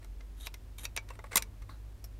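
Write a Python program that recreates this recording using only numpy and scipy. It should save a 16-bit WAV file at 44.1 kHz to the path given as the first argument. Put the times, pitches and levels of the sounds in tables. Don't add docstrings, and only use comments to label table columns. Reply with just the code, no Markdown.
import sys
import numpy as np
from scipy import signal
from scipy.fft import rfft, irfft, next_fast_len
from scipy.io import wavfile
from scipy.ndimage import map_coordinates

SR = 44100
rng = np.random.default_rng(int(sys.argv[2]) if len(sys.argv) > 2 else 0)


def store_wav(level_fs):
    pcm = np.round(np.clip(np.atleast_2d(level_fs), -1, 1) * 32767)
    wavfile.write(sys.argv[1], SR, pcm.T.astype(np.int16))


N = 96799
TOP_HZ = 16650
ATTACK_S = 0.00098


def amp(db):
    return 10 ** (np.asarray(db) / 20)


def unit(x):
    return x / np.sqrt(np.mean(x ** 2) + 1e-20)


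def along(points, hz):
    f, value = np.transpose(points)
    return np.interp(np.log(hz + 1), np.log(f + 1), value)


def filtered(x, response):
    size = next_fast_len(N + SR // 2)
    spectrum = rfft(x, size) * response(np.fft.rfftfreq(size, 1 / SR))
    return irfft(spectrum, size)[:N]


def noise(colour):
    white = rng.standard_normal(N)
    return unit(filtered(white, lambda hz: amp(along(colour, hz)) * (hz < TOP_HZ)))


def wobble(rate):
    points = rng.standard_normal(int(N * rate / SR) + 4)
    return map_coordinates(points, [np.arange(N) * rate / SR])


def dying(t, t60):
    return np.exp(-np.log(1000) * np.maximum(t, 0) / t60)


def strokes(rows, fade_s):
    t = np.arange(N) / SR
    gain = np.zeros(N)
    for start, end, first_db, last_db in rows:
        ramp = amp(np.interp(t, [start, end], [first_db, last_db]))
        gain += ramp * np.clip(np.minimum(t - start, end - t) / fade_s + 0.5, 0, 1)
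    return gain


def resonances(peaks, f):
    return sum(amp(db) * 1j * f * width / (centre * centre - f * f + 1j * f * width)
               for centre, width, db in peaks)


def ringing(peaks, size=16384):
    response = resonances(peaks, np.fft.rfftfreq(size, 1 / SR)) ** 2
    return unit(irfft(rfft(rng.standard_normal(size)) * response))


def background():
    # t/s, low hum f/Hz, low hum level/dB before its waver, mains level/dB before a lift
    hum_path = [(0.0, 48.5, -42.5, -63), (0.16, 46, -45, -73), (0.2, 49.2, -44.5, -62.5),
                (1.43, 48.23, -51.5, -53.5), (1.58, 46.14, -50.5, -55.5), (1.63, 49, -43, -50.5),
                (1.71, 53, -53, -54.5), (2.19, 50.25, -45.5, -57.5)]
    # f/Hz, relative level/dB
    air_colour = [(100, 3.5), (150, 0), (260, 0.5), (500, -6.5), (1000, -12.5), (2000, -16.5), (4000, -21),
                  (8000, -24.5), (15500, -27.5)]
    rumble_colour = [(15, -10), (33, -0.5), (50, 7), (75, 2.5), (110, -4), (150, -27), (400, -46.5)]
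    mains_hz, mains_lift_db = 100.8, 0.5
    waver_db, waver_rate = 2, 10

    times, *columns = np.transpose(hum_path)
    t = np.arange(N) / SR
    hz, low_db, mains_db = [np.interp(t, times, column) for column in columns]
    low = amp(low_db + waver_db * wobble(waver_rate)) * np.sin(2 * np.pi * np.cumsum(hz) / SR)
    mains = amp(mains_db + mains_lift_db) * np.sin(2 * np.pi * mains_hz * t)
    hum = np.sqrt(2) * (low + mains)
    return hum + amp(-60.5) * noise(air_colour) + amp(-52.5) * noise(rumble_colour)


def rubs():
    # start t/s, end t/s, first level/dB, last level/dB
    rub_times = [(.02, .06, -57.5, -75), (1.083, 1.115, -58, -57.5), (1.13, 1.165, -58, -62.5),
                 (1.245, 1.27, -61.5, -56), (1.315, 1.356, -44.5, -45.5)]
    # f/Hz, relative level/dB
    skin_colour = [(150, -26.5), (500, 6.5), (950, 1.5), (1500, 2.5), (2250, 3.5), (3000, -9), (4000, -5.5),
                   (6500, -16.5), (8500, -5), (10500, -16.5), (16000, -20.5)]
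    uneven_db, uneven_rate = 3.8, 250
    drag = unit(noise(skin_colour) * amp(uneven_db * wobble(uneven_rate)))
    return strokes(rub_times, fade_s=0.012) * drag


def clicks():
    # t/s, body knock level/dB, snap level/dB, bright edge level/dB,
    # after-ring level/dB, chatter length/s, ring f/Hz
    contacts = [(0.045, -56.5, -52, -51.5, -59.5, 0.0013, 2125),
                (0.205, -58.5, -60, -74, -60.5, 0.0059, 2070), (0.4688, -44, -33, -38, -46, 0.0018, 2653),
                (0.54, -53.5, -45, -49.5, -53.5, 0.0043, 2070),
                (0.782, -88, -59, -46.5, -53.5, 0.0028, 2289), (0.8522, -46.5, -30, -37, -43, 0.0022, 2587),
                (0.9638, -44.5, -32, -29, -42, 0.0013, 2560), (0.9736, -41, -28.5, -47, -33, 0.0018, 2295),
                (1.088, -64, -49.5, -56, -68, 0.0019, 1740),
                (1.1037, -41.5, -53.5, -56, -49.5, 0.0024, 2680),
                (1.1899, -40.5, -51.5, -66, -48.5, 0.0011, 2100),
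                (1.24, -44.5, -59.5, -58, -56, 0.0031, 2150),
                (1.329, -50.5, -44, -51.5, -38.5, 0.0013, 2155),
                (1.3562, -29.5, -24.5, -18, -29, 0.0037, 2079),
                (1.3686, -37.5, -26, -20, -35, 0.0043, 2493), (1.376, -41.5, -25, -22.5, -35, 0.0023, 2430),
                (1.4225, -75, -32.5, -33.5, -45, .0016, 2290),
                (1.619, -60, -61.5, -66.5, -63.5, 0.0075, 2140), (1.691, -48, -62, -64, -76, 0.0021, 2020)]
    # f/Hz, relative level/dB
    body_colour = [(100, -53.5), (190, -8), (270, -34.5), (400, 2), (660, 1.5), (800, -2.5), (1030, 6),
                   (1400, -2.5), (2200, -4.5), (4000, -36.5)]
    snap_colour = [(600, -44), (1400, -1), (2500, 6.5), (3100, 0.5), (3800, 5.5), (4900, 0), (5900, 5.5),
                   (8000, -17.5), (14000, -47)]
    edge_colour = [(2500, -34.5), (5500, -12.5), (7050, 4), (7900, -1.5), (8900, 7), (10300, -6.5),
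                   (12100, 5), (13200, -1.5), (14000, -10), (15500, -8)]
    # f/Hz, width/Hz, relative level/dB for one of the two passes
    shell_peaks = [(656, 110, -1), (902, 90, 3.5), (1120, 160, 0)]
    arm_peaks = [(1700, 250, -4), (3650, 150, -5), (5860, 350, -10), (7330, 200, -6.5), (8850, 350, -13),
                 (12080, 230, -12)]
    bend_width_hz, bend_db = 110, 4
    body_t60, shell_t60, snap_t60, edge_t60, arm_t60 = 0.036, 0.06, 0.016, 0.0095, 0.049
    shell_db = -8.5

    out = np.zeros(N + SR)
    t = np.arange(SR // 5) / SR
    rise = 1 - np.exp(-t / ATTACK_S)
    body, snap, edge = noise(body_colour), noise(snap_colour), noise(edge_colour)
    shell = ringing(shell_peaks)
    for start, body_db, snap_db, edge_db, ring_db, chatter_s, ring_hz in contacts:
        at = round(start * SR)
        arm = ringing(arm_peaks + [(ring_hz, bend_width_hz, bend_db)])
        layers = [(body, body_t60, body_db), (shell, shell_t60, body_db + shell_db),
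                  (snap, snap_t60, snap_db), (edge, edge_t60, edge_db), (arm, arm_t60, ring_db)]
        for grain, t60, db in layers:
            shape = rise * dying(t - chatter_s, t60)
            piece = np.resize(np.roll(grain, -at), len(t))
            strength = np.sqrt(np.mean(shape ** 2))
            out[at:at + len(t)] += amp(db) * strength * unit(shape * piece)
    return out[:N]


def slides():
    # start t/s, end t/s, first level/dB, last level/dB
    slide_times = [(.37, .4, -65, -59), (.4, .445, -54, -54), (.445, .468, -56, -42.5),
                   (.783, .83, -48, -53), (.832, .853, -47, -39.5)]
    # f/Hz, width/Hz, relative level/dB before the drift
    guide_peaks = [(3280, 230, -1), (3760, 140, 9.5), (6080, 380, -4.5), (6900, 130, -5), (9000, 700, -13),
                   (11400, 310, 2.5)]
    # f/Hz, relative level/dB
    grit_colour = [(300, -2), (2000, 0), (5000, -13.5), (10000, 1.5), (13500, -18.5), (16000, -14)]
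    slip_db, slip_rate = 2.5, 450
    drift_db, drift_rate = 4.2, 49.8

    slips = rng.standard_normal(N) * amp(slip_db * wobble(slip_rate))
    grit = unit(filtered(slips, lambda hz: amp(along(grit_colour, hz))))
    guide = np.zeros(N)
    for peak in guide_peaks:
        ring = filtered(slips, lambda hz: resonances([peak], hz))
        guide += ring * amp(drift_db * wobble(drift_rate))
    scrape = unit(unit(guide) + amp(-4) * grit)
    return strokes(slide_times, fade_s=0.0031) * scrape


def thump(start=1.358, db=-35, hz=205, t60=0.053):
    t = np.maximum(np.arange(N) / SR - start, 0)
    return amp(db) * dying(t, t60) * np.sin(2 * np.pi * hz * t)


def settle(start=1.694, db=-53.0, t60=0.25):
    # f/Hz, relative level/dB
    scuff_colour = [(450, 4), (700, -1.5), (1350, 5), (2000, -3.5), (3000, -14.5), (4000, 1.5),
                    (5200, -13.5), (16000, -20)]
    t = np.arange(N) / SR - start
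    return amp(db) * noise(scuff_colour) * np.clip(t / ATTACK_S, 0, 1) * dying(t, t60)


def thin_tick(start=2.041, db=-44, length_s=0.00059, t60=0.052):
    # f/Hz, relative level/dB
    colour = [(1000, -3.5), (4000, -9.5), (5100, -2.5), (5550, 11.5), (6300, -6.5),
              (7400, -5.0), (9500, -9.0), (12000, 2), (16000, -10)]
    t = np.arange(N) / SR - start
    return amp(db) * noise(colour) * np.clip(t / ATTACK_S, 0, 1) * dying(t - length_s, t60)


def room(x):
    # f/Hz, time to fall by 60 dB/s
    room_t60 = [(200, 0.74), (1500, 0.16), (5000, 0.11), (14000, 0.054)]
    room_db, desk_db = -19.5, -15
    desk_t60, delay_s = 0.054, 0.0045

    hz, t, pieces = signal.stft(rng.standard_normal(SR // 2), SR, nperseg=256)
    fade = dying(t, along(room_t60, hz)[:, None])
    tail = signal.istft(pieces * fade, SR, nperseg=256)[1]
    t = np.arange(len(tail)) / SR
    desk = rng.standard_normal(len(t)) * dying(t, desk_t60)
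    answer = (amp(room_db) * unit(tail) + amp(desk_db) * unit(desk)) / np.sqrt(len(t))
    delayed = np.pad(x, (round(delay_s * SR), 0))
    return signal.fftconvolve(delayed, answer)[:N]


def scene():
    near = rubs() + clicks() + slides() + thump() + settle() + thin_tick()
    return (near + room(near) + background())[None]


def record(dry):
    # f/Hz, level/dB
    treble_fall = [(14500, 0), (15700, -3), (16100, -22), (16600, -30)]
    return filtered(dry[0], lambda hz: amp(along(treble_fall, hz)) * (hz < TOP_HZ))[None]


dry = scene()
out = record(dry)
store_wav(out)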